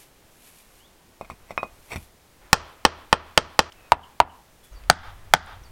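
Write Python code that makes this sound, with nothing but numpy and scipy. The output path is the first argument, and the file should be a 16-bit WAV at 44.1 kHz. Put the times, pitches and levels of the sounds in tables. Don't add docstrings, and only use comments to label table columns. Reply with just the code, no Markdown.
import sys
import numpy as np
from scipy import signal
from scipy.fft import rfft, irfft
from scipy.io import wavfile
from scipy.ndimage import uniform_filter1d, minimum_filter1d

SR = 44100
rng = np.random.default_rng(int(sys.argv[2]) if len(sys.argv) > 2 else 0)


def generate_wav(signal):
    frames = np.transpose(np.atleast_2d(signal))
    scaled = np.clip(frames, -1, 1) * 32767
    pcm = np.round(scaled).astype(np.int16)
    wavfile.write(sys.argv[1], SR, pcm)


N = 251811
TIME = np.arange(N) / SR
AGE = np.arange(SR * 3 // 4) / SR

# start_s, strength_db, slab_number, brightness_hz, crack_db, ping_db
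BLOWS = [(2.5300, 16, 0, 10000, 7, 2.5), (2.8512, 15.5, 0, 5560, 2, 4.5),
         (3.128, 14.5, 0, 3790, -27.5, 4.5), (3.3761, 14, 0, 6500, 9, 6), (3.5916, 14, 0, 8100, -3.5, -8),
         (3.92, 8.5, 1, 3500, 3.5, -1), (4.2020, 9.5, 1, 3000, -0.5, -7), (4.8994, 14, 2, 10000, 12.5, 9.5),
         (5.3372, 14, 2, 8950, 10, -16)]
# pitch_hz, width_hz, level_db
SMALL_SLAB_MODES = [(443, 17, -15.5), (549, 211, 1.5), (877.8, 172, 4.5), (1095, 220, 1.5), (1329.3, 23, 5),
                    (1408, 14, -14), (1752.7, 170, -1.5), (2519, 220, -1), (3110.4, 263, -0.5),
                    (4092, 89, -4.5), (4711, 423, -2.5), (5450, 240, -5), (7370, 800, -11.5)]
FLAT_SLAB_MODES = [(266, 510, -7.5), (700, 60, -1.5), (834, 251, 10.5), (934.31, 140, 10), (980, 12, -1.5),
                   (1146, 96, -11.5), (1446.1, 340, -13.5), (1920, 71, -20.5), (2730, 1100, -11.5),
                   (5014.9, 3000, -24)]
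BROAD_SLAB_MODES = [(177.7, 40, -14), (243, 153, -11), (614, 178, -11), (771.8, 110.2, 10),
                    (1186, 160, -10), (1333.2, 174, 4), (1564, 265, -2), (2000, 66, -37.5),
                    (3265, 318, -1.5), (4680, 237, -7), (4830, 210, -32.5), (6120, 230, -20.5)]
# cutoff_s, scatter_db, yard_db, echo_swell_s,
# echo_mode_width_ratio, lowest_radiated_hz, crack_t60_s, thud_db, late_swell_db
SLAB_PLACES = [(3.703, -14.5, -25, 0.0245, 2.82, 250, 0.0116, 4.5, -50.5),
               (4.72, -17.5, -31.5, 0.0067, 0.64, 250, 0.017, 0, -56),
               (5.71, -18, -26, 0.0137, 2.02, 700, 0.0083, 6.5, -42.5)]
# pitch_hz, width_hz, level_db
LOW_THUD_MODES = [(45, 13, -4.5), (78.5, 7.54, 3), (110.4, 130, -7.5), (162, 43, -8.5)]
HEAD_MODES = [(8495, 30, 0)]

# start_s, strength_db, brightness_hz, grit_db, thud_db
STONE_KNOCKS = [(1.2113, -13.5, 859, -29.5, -44), (1.2470, -41, 2500, -4, -25.5),
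                (1.3, -19.5, 1300, -15.5, -15.5), (1.3160, -36, 700, -8.5, 3.5),
                (1.5071, -13.5, 691, -24.5, -34.5), (1.5777, -8.5, 2500, -28.5, -39.5),
                (1.6308, -7, 1110, -28, -35.5), (1.9590, -30, 2500, 0, 12.5)]
# pitch_hz, width_hz, level_db
STONE_BODY_MODES = [(198.5, 79, -16), (501, 27.7, 10.5), (664, 354, 10), (998, 58, -25), (1124, 247, 17),
                    (1500, 300, -13.5), (2100, 453, 9), (2500, 176, -4), (3700, 130, -30.5),
                    (5420, 134, -1)]
STONE_RING_MODES = [(2075, 45, -4.5), (2497, 14.76, 22), (2620, 22, -17.5), (3806, 14, 5.5),
                    (4390, 42, -6.5), (5320, 36.6, 6.5)]
# peak_s, swell_s (per 20 dB), level_db
STONE_SCRAPES = [(1.5, 0.04, -49.5), (1.922, 0.0285, -33.5)]
SOIL_SWEEPS = [(.015, -16.44, -52), (.48, 0.2538, -53.5), (.585, 0.13, -56), (.79, 0.34, -59),
               (1.95, 0.3763, -59), (2.033, 0.41, -56), (4.64, 0.01, -57.5)]
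# frequency_hz, density_db
GRIND_SPECTRUM = [(150, -2), (650, 1), (1100, 0), (1700, -10.5), (2100, 5.5), (2550, -0.5), (3000, -15),
                  (3700, -7.5), (4000, -25), (4350, -9.5), (4900, -25), (5600, -7), (6700, -31.5),
                  (7700, -12), (8600, -19.5), (15000, -27)]
BRUSH_SPECTRUM = [(500, -17), (2400, 4), (5000, -1.5), (8000, 1), (12500, 3), (16000, -14.5)]
# start_s, peak_db, pitch_hz
CRUMBS = [(3.721, -35, 3000), (3.725, -38, 5500), (4.838, -42.5, 2500), (5.462, -42, 10000)]

# start_s, length_s, start_hz, final_hz, level_db
BIRD_CHIRPS = [(0.778, 0.109, 2660, 3908, -60), (3.75, 0.13, 2670, 2478, -61),
               (4.031, .015, 3240, 2783, -46.5), (4.294, .015, 3224, 2765, -51),
               (4.626, 0.042, 3400, 3517, -60.5), (4.72, .03, 6895, 5400, -60.5),
               (4.741, .065, 4810, 4393, -59.5), (5.632, 0.0162, 6500, 4740, -55),
               (5.642, 0.048, 4680, 4450, -59)]
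# start_s, length_s, rumble_db, rustle_db
NOISE_STRETCHES = [(1.206, 0.57, -57, -64), (2.403, 1.5, -59.5, -57.5), (4.708, 1, -44, -57.5)]
# frequency_hz, density_db
AIR_SPECTRUM = [(20, -7.5), (60, -10.5), (137, -15.5), (400, -17.5), (600, -19), (850, -20), (1400, -24.5),
                (2000, -25.5), (2500, -26.5), (4000, -29), (11000, -32.5), (16000, -35)]
RUMBLE_SPECTRUM = [(20, 0.5), (45, 4.5), (62, -11), (88, 0), (120, -12), (250, -39.5), (800, -58),
                   (3000, -78)]
RUSTLE_SPECTRUM = [(100, -10), (500, 0.5), (1300, 1), (3500, -10), (7000, -25), (16000, -22)]

# delay_s, level_db
CLOSE_REFLECTIONS = [(.0033, -17), (.0093, -33.5), (0.0125, -18)]
# band_hz, t60_s, level_db
NEAR_SCATTER = [(100, 0.23, 5.5), (500, .07, 2), (1200, 0.098, 0), (5020, 0.096, -7.5),
                (10000, 0.025, -4.5), (15000, .05, 0.5)]
YARD_ECHO = [(80, 0.094, 8), (250, 0.21, 10.5), (700, 0.306, -3), (1010, 0.3416, -1.5), (1450, 0.2845, 0.5),
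             (2260, 0.3034, -4), (3400, 0.3264, -6.5), (6500, 0.2142, -5), (14000, 0.047, -1.5)]


def tamping():
    out = np.zeros(N)
    slabs = (SMALL_SLAB_MODES, FLAT_SLAB_MODES, BROAD_SLAB_MODES)
    for number, (slab, place) in enumerate(zip(slabs, SLAB_PLACES)):
        cutoff_s, scatter_db, yard_db, swell_s, widen, lowest_hz, crack_t60_s, thud_db, late_db = place
        direct, radiated, boom = np.zeros((3, N))
        for start_s, strength_db, slab_number, bright_hz, crack_db, ping_db in BLOWS:
            if slab_number != number:
                continue
            knock = 2.418 * ring(slab, detune=.02)
            crack = amp(crack_db - 14.5) * soften(grit_burst(crack_t60_s), hz=4740)
            contact = soften(knock + crack, bright_hz, order=2)
            ping = amp(ping_db - 44.5) * ring(HEAD_MODES)
            add(direct, start_s, amp(strength_db) * (contact + ping))
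            all_round = soften(ring(slab, widen=widen), bright_hz, order=2)
            add(radiated, start_s, amp(strength_db + 7.5) * all_round)
            thud = soften(ring(LOW_THUD_MODES), hz=545)
            add(boom, start_s, amp(strength_db + thud_db - 23.5) * thud)
        radiated = radiate(radiated, lowest_hz)
        late_tail = noise_tail(YARD_ECHO, delay_s=0.1122, swell_s=0.08)
        late_swell = amp(late_db) * signal.fftconvolve(radiated, late_tail)[:N]
        at_mic = outdoors(direct, radiated, scatter_db, yard_db, swell_s) + late_swell + boom
        for delay_s, level_db in CLOSE_REFLECTIONS:
            add(at_mic, delay_s, amp(level_db) * soften(direct, hz=3000))
        out += at_mic * np.clip((cutoff_s - TIME) / 0.0032, 0, 1)
    return out


def loose_stone():
    ring_db, choke_db_per_s, grit_t60_s = -10, 500, 0.0487
    out = np.zeros(N)
    thud = soften(ring(LOW_THUD_MODES, widen=1.83), hz=197)
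    rubbing = strokes(STONE_SCRAPES, hold_s=0.0129, fade_db_per_s=651)
    next_touches = [row[0] for row in STONE_KNOCKS[1:]] + [TIME[-1]]
    for (start_s, strength_db, bright_hz, grit_db, thud_db), next_s in zip(STONE_KNOCKS, next_touches):
        body = 2.287 * soften(ring(STONE_BODY_MODES, far_side=True), bright_hz, order=4)
        clear = soften(ring(STONE_RING_MODES, far_side=True), bright_hz, order=2)
        clear *= amp(ring_db - choke_db_per_s * np.maximum(start_s + AGE - next_s, 0))
        add(out, start_s, amp(strength_db) * (body + clear + amp(thud_db) * thud))
        add(rubbing, start_s, amp(strength_db + grit_db - 60 * AGE / grit_t60_s))
    out += rubbing * noise(GRIND_SPECTRUM, grain_db=3)
    return outdoors(out, out, scatter_db=-14, yard_db=-34.5)


def soil():
    sweeping = strokes(SOIL_SWEEPS, hold_s=0.01, fade_db_per_s=278)
    out = sweeping * noise(BRUSH_SPECTRUM, grain_db=2.5)
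    for start_s, peak_db, pitch_hz in CRUMBS:
        tick = signal.fftconvolve(grit_burst(t60_s=0.0118), ring([(pitch_hz, pitch_hz / 5, 0)]))
        add(out, start_s, amp(peak_db) * tick / abs(tick).max())
    return out


def birds():
    out = np.zeros(N)
    for start_s, length_s, start_hz, final_hz, level_db in BIRD_CHIRPS:
        samples = round(length_s * SR)
        waver = unit(uniform_filter1d(rng.standard_normal(samples), size=60))
        pitch_hz = np.geomspace(start_hz, final_hz, samples) * (1 + .02 * waver)
        whistle = np.sin(2 * np.pi * np.cumsum(pitch_hz) / SR)
        add(out, start_s, amp(level_db) * whistle * signal.windows.tukey(samples, 0.5))
    return outdoors(out, out, scatter_db=-5, yard_db=-12)


def background():
    rise_s, fade_db_per_s = 0.0165, 33.5
    out = amp(-56) * noise(AIR_SPECTRUM)
    rumble, rustle = noise(RUMBLE_SPECTRUM), noise(RUSTLE_SPECTRUM)
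    for start_s, length_s, rumble_db, rustle_db in NOISE_STRETCHES:
        rise = np.clip((TIME - start_s) / rise_s, 0, 1)
        fade = amp(-fade_db_per_s * np.maximum(TIME - start_s - length_s, 0))
        out += rise * fade * (amp(rumble_db) * rumble + amp(rustle_db) * rustle)
    return out


def outdoors(direct, radiated, scatter_db, yard_db, swell_s=.014):
    near = signal.fftconvolve(direct, noise_tail(NEAR_SCATTER, delay_s=0.001, swell_s=0.0033))
    far = signal.fftconvolve(radiated, noise_tail(YARD_ECHO, delay_s=0.01, swell_s=swell_s))
    return direct + (amp(scatter_db) * near + amp(yard_db) * far)[:N]


def noise_tail(bands, delay_s, swell_s):
    taps = rng.choice([-1., 1.], len(AGE)) * (rng.random(len(AGE)) < 0.1)
    hz, age_s, spectra = signal.stft(taps, SR, nperseg=128)
    band_hz, t60_s, level_db = np.transpose(bands)
    colour_db = curve_at(np.c_[band_hz, level_db], hz)[:, None]
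    decay_db = 60 * age_s / curve_at(np.c_[band_hz, t60_s], hz)[:, None]
    tail = signal.istft(spectra * amp(colour_db - decay_db), SR)[1][:len(AGE)]
    tail *= np.clip((AGE - delay_s) / swell_s, 0, 1)
    return tail / np.linalg.norm(tail)


def ring(modes, detune=0, widen=1, far_side=False):
    pitch_hz, width_hz, level_db = np.transpose(modes)[:, :, None]
    pitch_hz = pitch_hz * (1 + detune * (2 * rng.random(pitch_hz.shape) - 1))
    weight = amp(level_db) * width_hz / np.sum(amp(level_db) * width_hz)
    if far_side:
        weight = weight * np.cos(np.pi * np.arange(len(pitch_hz)))[:, None]
    decay = np.exp(-np.pi * widen * width_hz * AGE)
    return (weight * decay * np.cos(2 * np.pi * pitch_hz * AGE)).sum(0)


def grit_burst(t60_s):
    return rng.standard_normal(len(AGE)) * amp(-60 * AGE / t60_s)


def strokes(rows, hold_s, fade_db_per_s):
    gain = np.zeros(N)
    for peak_s, swell_s, level_db in rows:
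        swell_db = 20 * np.maximum(peak_s - TIME, 0) / swell_s
        fade_db = fade_db_per_s * np.maximum(TIME - peak_s - hold_s, 0)
        gain += amp(level_db - swell_db - fade_db)
    return gain


def noise(spectrum, grain_db=0):
    clumps = amp(grain_db * unit(uniform_filter1d(rng.standard_normal(N), size=44)))
    colour = amp(curve_at(spectrum, np.fft.rfftfreq(N, 1 / SR)))
    return unit(irfft(rfft(clumps * rng.standard_normal(N)) * colour, N))


def radiate(x, hz):
    return signal.sosfilt(signal.butter(2, hz, "highpass", fs=SR, output="sos"), x)


def soften(x, hz, order=1):
    return signal.sosfilt(signal.butter(order, hz, fs=SR, output="sos"), x)


def curve_at(points, hz):
    point_hz, value = np.transpose(points)
    return np.interp(np.log(hz + 1), np.log(point_hz + 1), value)


def add(mix, start_s, sound):
    part = mix[round(start_s * SR):][:len(sound)]
    part += sound[:len(part)]


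def amp(db):
    return 10 ** (np.asarray(db) / 20)


def unit(x):
    return x / np.sqrt(np.mean(x ** 2) + 1e-20)


def scene():
    return (tamping() + loose_stone() + soil() + birds() + background())[None]


def gain_control(x, threshold_db, max_duck_db, hold_s, recovery_db_per_s, attack_s):
    over_db = np.clip(20 * np.log10(abs(x) + 1e-9) - threshold_db, 0, max_duck_db)
    window = 2 * round(hold_s * SR / 2) + 1
    held_db = -minimum_filter1d(-over_db, window, origin=window // 2)
    recovery_db = recovery_db_per_s * TIME
    duck_db = np.maximum.accumulate(held_db + recovery_db) - recovery_db
    return x * amp(-soften(duck_db, hz=1 / (2 * np.pi * attack_s)))


def record(dry):
    ducked = gain_control(dry[0], threshold_db=2.0, max_duck_db=15, hold_s=0.021,
                          recovery_db_per_s=132, attack_s=0.01406)
    clipped = np.clip(ducked, -1, 1)
    band_limit = signal.firwin(255, cutoff=16200, window=("kaiser", 8), fs=SR)
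    return signal.fftconvolve(clipped, band_limit, "same")[None]


dry = scene()
out = record(dry)
generate_wav(out)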